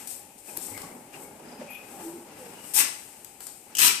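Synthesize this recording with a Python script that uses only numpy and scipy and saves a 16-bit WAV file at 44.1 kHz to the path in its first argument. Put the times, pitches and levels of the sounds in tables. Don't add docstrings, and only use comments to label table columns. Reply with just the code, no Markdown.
import sys
import numpy as np
from scipy import signal
from scipy.fft import rfft, irfft
from scipy.io import wavfile

SR = 44100
rng = np.random.default_rng(int(sys.argv[2]) if len(sys.argv) > 2 else 0)


def dump(signal):
    limited = np.clip(np.atleast_2d(signal).T, -1, 1)
    pcm = np.round(limited * 32767).astype(np.int16)
    wavfile.write(sys.argv[1], SR, pcm)


N = 176400
T = np.arange(N) / SR
HZ = np.fft.rfftfreq(2 * N, 1 / SR)
SHORT_HZ = HZ[::2]
JITTER_HZ = 414

# f/Hz, relative level per Hz/dB
FIRST_PORT = [(40, -43), (400, -19), (530, -24.5), (860, -18.5), (1120, -10.5), (1300, -17.5), (1700, -13),
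              (2400, -8.5), (3100, -13), (4400, -15), (5500, -9.5), (6900, -10), (8600, -0.5), (10200, -9),
              (14200, -5.5)]
SECOND_PORT = [(40, -30), (115, -18), (290, -25), (410, -11.5), (640, -31.5), (920, -12.5), (1800, -8.5),
               (2300, -6.5), (2850, -4.5), (3700, -7.5), (4800, -6.5), (5600, -3.5), (7000, -4.5),
               (8500, 2.5), (10200, -4.5), (14200, -0.5)]
# f/Hz, relative level per Hz/dB
FILM = [(500, -53), (2500, -19), (4000, -17), (5300, -10.5), (6500, -9.5), (8100, 2.5), (9000, 0),
        (10200, -6), (13500, -3.5), (15000, -15)]


def amp(db):
    return 10 ** (np.asarray(db) / 20)


def unit(x):
    return x / np.sqrt(np.mean(x ** 2) + 1e-20)


def read(points, hz):
    f, value = np.transpose(points)
    return np.interp(np.log(hz + 1), np.log(f), value)


def low_pass(x, hz):
    return irfft(rfft(x) / (1 + (SHORT_HZ / hz) ** 4), N)


def wobble(hz):
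    return unit(low_pass(rng.standard_normal(N), hz))


def colour(x, points):
    log_gain = np.log(unit(amp(read(points, HZ))))
    mirrored = np.r_[log_gain, log_gain[-2:0:-1]]
    phase = -signal.hilbert(mirrored).imag[:N + 1]
    return irfft(rfft(x, 2 * N) * np.exp(log_gain + 1j * phase))[..., :N]


def pair(x):
    # f/Hz, correlation from 0 to 1
    likeness = [(100, .95), (350, .93), (700, .62), (1200, .35), (8000, 0)]
    a, b = rfft(x, 2 * N)
    same = read(likeness, HZ)
    return irfft(np.array([a, same * a + np.sqrt(1 - same ** 2) * b]))[:, :N]


def noise():
    return pair(rng.standard_normal((2, N)))


def decay(start, seconds):
    return (T >= start) * np.exp(-np.maximum(T - start, 0) / seconds)


def sine(hz):
    return np.sin(2 * np.pi * np.cumsum(hz) / SR)


def bursts():
    # start t/s, opening time/s, swell time/s, length/s, full level/dB, extra level at opening/dB,
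    # extra level of the body at opening/dB, sputter rms/dB, colour of the port
    burst_table = [(2.733, 0.0095, 0.039, 0.07, -14.5, -10, -12, -0.5, FIRST_PORT),
                   (3.785, .004, 0.057, 0.093, -13.5, -7.5, 3.5, 1.46, SECOND_PORT)]
    body_hz, settle_s = 4300, 0.066
    lump_db, lump_hz = 2.4, 110
    close_db_per_s, sputter_hz = 420, 262
    out = np.zeros((2, N))
    for start, opening, swell, length, db, first_db, body_db, sputter_db, port in burst_table:
        t = T - start
        level = db + first_db * np.clip(1 - t / swell, 0, 1) ** 1.36
        level -= close_db_per_s * np.maximum(t - length, 0)
        level += sputter_db * wobble(sputter_hz)
        opened = np.clip(t / opening, 0, 1)
        jet = colour(noise() * opened * amp(level), port)
        body = low_pass(jet, body_hz)
        body_change = body_db * np.clip(1 - t / settle_s, 0, 1) + lump_db * wobble(lump_hz)
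        out += jet - body + body * amp(body_change)
    return out


def valve_spits():
    # t/s, level/dB
    spits = [(3.751, -26), (3.7693, -24.5), (3.784, -19), (3.791, -23)]
    # f/Hz, relative level per Hz/dB
    spit_colour = [(200, -25), (2000, -16.5), (2850, 0.5), (4000, -12.5), (5500, -1), (8200, 2),
                   (10500, -8), (14000, -4)]
    crack_s, leak_db, leak_s = 0.0031, -9.5, 0.023
    ring_hz, ring_db, ring_s = 2980, -3.5, 0.0022
    puffs, ring = np.zeros(N), np.zeros(N)
    for s, db in spits:
        puffs += amp(db) * (decay(s, crack_s) + amp(leak_db) * decay(s, leak_s))
        ring += amp(db + ring_db) * decay(s, ring_s) * np.sin(2 * np.pi * ring_hz * (T - s))
    return colour(noise() * puffs, spit_colour) + ring


def machine_echoes(x):
    first_s, fade_s, echo_db = 0.00072, 0.0074, -9
    taps = rng.standard_normal((2, N)) * decay(first_s, fade_s)
    taps = pair(taps / np.linalg.norm(taps[0])) * amp(echo_db)
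    echoes = signal.fftconvolve(x, taps, axes=1)[:, :N]
    return (x + echoes) / np.hypot(1, amp(echo_db))


def off_axis(x):
    lag_s = 0.00029
    left = irfft(rfft(x[0]) * np.exp(-2j * np.pi * SHORT_HZ * lag_s), N)
    return np.array([left, x[1]])


def whistles():
    # start t/s, length/s, mean f/Hz, peak level/dB
    whistle_table = [(2.755, 0.063, 868, -38.5), (2.757, 0.064, 2400, -42), (3.859, 0.017, 2795, -25),
                     (3.897, 0.017, 2350, -26.5)]
    jitter = 0.051
    out = np.zeros(N)
    for start, length, hz, db in whistle_table:
        pitch = hz * (1 + jitter * wobble(JITTER_HZ))
        swell = np.sin(np.pi * np.clip((T - start) / length, 0, 1))
        out += amp(db) * swell * sine(pitch)
    return out


def slide():
    # t/s, level of the low scuffing/dB, level of the dry scraping/dB
    strokes = [(0, -52.5, -50), (.4, -59.5, -79), (.465, -61, -62), (.49, -48, -56), (.58, -51, -58.5),
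               (.79, -47, -57), (.98, -48.5, -71), (1.115, -56, -64), (1.138, -49.5, -50.5),
               (1.25, -46.5, -69.5), (1.36, -51, -64.5), (1.48, -47, -56), (1.575, -50, -58.5),
               (1.61, -45.5, -52.5), (1.75, -53.5, -57), (1.99, -46, -55), (2.24, -51.5, -62.5),
               (2.29, -48.5, -55.5), (2.69, -51.5, -54.5), (3.1, -58, -59), (3.62, -62.5, -81),
               (3.71, -53.5, -57.5), (3.76, -57, -57)]
    # f/Hz, relative level per Hz/dB
    scuff_colour = [(40, -25.5), (110, -10.5), (240, 1), (300, -0.5), (370, -1.5), (460, -3.5), (600, -3.5),
                    (700, -7.5), (830, 0.5), (1050, -12), (1600, -16.5), (5000, -48.5)]
    # f/Hz, relative level per Hz/dB
    scrape_colour = [(400, -15), (1100, -5), (2700, -1), (3400, -9), (4200, -10.5), (5100, -7), (7000, -10),
                     (14000, -30)]
    s, scuff_db, scrape_db = np.transpose(strokes)
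    grip = 1.5 * wobble(47.6)
    scuff = noise() * amp(np.interp(T, s, scuff_db) + grip)
    scrape = noise() * amp(np.interp(T, s, scrape_db) + grip)
    return colour(scuff, scuff_colour) + colour(scrape, scrape_colour)


def rubs():
    # start t/s, rise/s, fall to 1/e/s, centre f/Hz, width/Hz, level/dB
    rub_table = [(.69, .09, 0.11, 2150, 380, -49.5), (1.128, .008, .035, 2630, 520, -50),
                 (1.2, 0.043, 0.066, 2200, 170, -56.5), (1.42, .12, 0.094, 4980, 300, -60),
                 (1.69, 0.072, .03, 3180, 800, -55.5), (1.695, 0.012, 0.077, 11870, 2850, -46.5),
                 (2.47, 0.13, 0.092, 2890, 98, -56.5)]
    grip_db, grip_hz = 3, 70
    out = np.zeros((2, N))
    for start, rise, fall, hz, width, db in rub_table:
        band_gain = 1 / (1 + (2 * (SHORT_HZ - hz) / width) ** 4)
        band = unit(irfft(rfft(noise()) * band_gain, N))
        stroke = np.clip((T - start) / rise, 0, 1) * np.exp(-np.maximum(T - start - rise, 0) / fall)
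        out += amp(db) * band * stroke
    return out * amp(grip_db * wobble(grip_hz))


def squeaks():
    # start t/s, length/s, first f/Hz, last f/Hz, rms pitch jitter/Hz, rms level at peak/dB
    squeak_table = [(0.827, 0.032, 1080, 1167, 56, -49), (1.587, 0.028, 225, 254, 10, -40),
                    (1.612, 0.014, 580, 547, 31, -35), (1.665, 0.12, 2500, 2520, 127, -46),
                    (1.716, 0.133, 2540, 2500, 65, -50), (1.934, 0.075, 840, 709, 43, -47.5),
                    (2.02, 0.094, 332, 332.4, 8.7, -38), (2.127, 0.058, 343, 337, 14, -40.5),
                    (2.373, 0.131, 540, 451, 12, -47.5), (0.48, 0.024, 2600, 2410, 83, -52)]
    flutter_db, flutter_hz = 1.5, 91
    out = np.zeros(N)
    jitter = wobble(JITTER_HZ)
    for start, length, first_hz, last_hz, jitter_hz, db in squeak_table:
        u = np.clip((T - start) / length, 0, 1)
        hz = first_hz + (last_hz - first_hz) * u + jitter_hz * jitter
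        swell = np.sin(np.pi * u) ** 1.07
        out += amp(db) * np.sqrt(2) * swell * sine(hz)
    return out * amp(flutter_db * wobble(flutter_hz))


def bumps():
    # t/s, f/Hz, level/dB, fall to 1/e/s
    bump_table = [(0.58, 340, -32.5, 0.0046), (0.71, 100, -46.5, 0.052), (0.92, 240, -43.5, 0.041),
                  (0.84, 175, -44, 0.021), (3.806, 126, -45, 0.02)]
    out = np.zeros(N)
    for s, hz, db, ring_s in bump_table:
        out += amp(db) * decay(s, ring_s) * np.sin(2 * np.pi * hz * (T - s))
    return out


def film():
    # peak t/s, rise from 1/e/s, fall to 1/e squared/s, level/dB
    rustles = [(0.0, .01, 0.15, -42.5), (.115, 0.04, 0.14, -36.5), (.385, 0.0073, 0.074, -47.5),
               (.505, 0.059, 0.26, -42.5), (.635, 0.032, 0.29, -36.5), (1.14, 0.01, 0.21, -49.5),
               (1.235, 0.047, 0.11, -46.5), (1.93, 0.074, 0.31, -48.5), (2.05, 0.056, 0.23, -44),
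               (2.421, 0.058, 0.8, -50), (2.69, 0.071, 0.46, -43), (3.02, 0.091, 0.63, -49),
               (3.43, .022, 0.29, -44)]
    crinkles_per_s, spread_db, crinkle_share = 3500, 2.3, 0.3
    power = np.zeros(N)
    for s, rise, fall, db in rustles:
        stroke = np.where(T < s, np.exp(-((T - s) / rise) ** 2), decay(s, fall / 2))
        power += (amp(db) * stroke) ** 2
    sizes = amp(spread_db * np.minimum(rng.exponential(1, N), 5))
    crinkles = sizes * (rng.random(N) < crinkles_per_s / SR)
    power *= 1 - crinkle_share + crinkle_share * unit(crinkles) ** 2
    return colour(noise() * np.sqrt(power), FILM)


def ticks():
    # t/s, level/dB, fall to 1/e/s, level of the low knock/dB
    tick_table = [(.073, -30.5, 0.0081, -62), (.777, -31.5, 0.0021, -32.5), (0.817, -33.5, 0.004, -42),
                  (3.2468, -30, 0.0018, -44), (3.405, -35, 0.005, -43.5), (3.468, -31, 0.0047, -47.5)]
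    # f/Hz, relative level per Hz/dB
    knock_colour = [(150, -5), (500, 2), (1200, -2), (2100, -1), (3700, -9), (5000, -2), (14000, -53)]
    # t/s, level/dB
    cracks = [(0.569, -25), (0.573, -16)]
    # f/Hz, relative level per Hz/dB
    crack_colour = [(3500, -20), (8200, -7.5), (12000, 3), (15000, -5.5)]
    crack_s = 0.0011
    snap = sum(amp(db) * decay(s, length) for s, db, length, _ in tick_table)
    knock = sum(amp(db) * decay(s, length) for s, _, length, db in tick_table)
    crack = sum(amp(db) * decay(s, crack_s) for s, db in cracks)
    out = colour(noise() * snap, FILM)
    out += colour(noise() * knock, knock_colour)
    return out + colour(noise() * crack, crack_colour)


def room(x):
    # f/Hz, time to fall by 60 dB/s
    room_t60 = [(150, .5), (2000, 0.49), (8000, 0.47), (14000, 0.33)]
    # f/Hz, level/dB
    room_wet = [(100, 1), (2000, -0.5), (5000, -1.5), (8500, -5.5), (14000, -12)]
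    build_s = 0.0024
    hz, t, z = signal.stft(noise()[:, :SR], SR, nperseg=256)
    t60 = read(room_t60, hz)[:, None]
    shape = amp(-60 * t / t60) * (1 - np.exp(-t / build_s))
    energy = (shape ** 2).sum(1, keepdims=True) * t[1] * SR
    shape *= amp(read(room_wet, hz))[:, None] / np.sqrt(energy)
    tail = signal.istft(z * shape, SR, nperseg=256)[1]
    return signal.fftconvolve(x, tail, axes=1)[:, :N]


def idle():
    # f/Hz, relative level per Hz/dB
    idle_colour = [(20, -21), (50, -3), (76, -9), (100, 0.5), (140, -5.5), (350, 1), (660, -7.5), (830, 4),
                   (1050, -16.5), (1700, -15), (2500, -6.5), (3600, -16), (6000, -14), (8200, -4.5),
                   (10200, -9), (14200, -12)]
    return amp(-52.5) * colour(noise(), idle_colour)


def scene():
    jet = off_axis(machine_echoes(bursts() + valve_spits()))
    rubber = slide() + rubs()
    tones = squeaks() + bumps() + whistles()
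    rustle, snaps = film(), ticks()
    send = jet + amp(-8.5) * rustle + amp(3.0) * snaps + amp(-10) * rubber + amp(-4.0) * tones
    return jet + rustle + snaps + rubber + tones + room(send) + idle()


def record(dry):
    # f/Hz, left minus right level/dB
    shadow = [(500, 0.5), (850, -1.5), (1300, 1), (2400, 9), (3500, 0), (4600, 4), (6000, 8.5),
              (8300, 19.5), (10500, 16.5), (14000, 18)]
    # f/Hz, level/dB
    mic_tilt = [(300, -0.5), (2000, 1)]
    ceiling, cut_hz = 0.84, 14350
    right = amp(-read(shadow, HZ))
    balance = np.sqrt(2 / (1 + right ** 2))
    gains = np.array([np.ones(N + 1), right]) * balance * amp(read(mic_tilt, HZ))
    heard = irfft(rfft(dry, 2 * N) * gains)[:, :N]
    heard = heard / (1 + (heard / ceiling) ** 8) ** (1 / 8)
    band_limit = signal.firwin(401, cut_hz, window=("kaiser", 8), fs=SR)
    return signal.oaconvolve(heard, band_limit[None], "same")


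dry = scene()
out = record(dry)
dump(out)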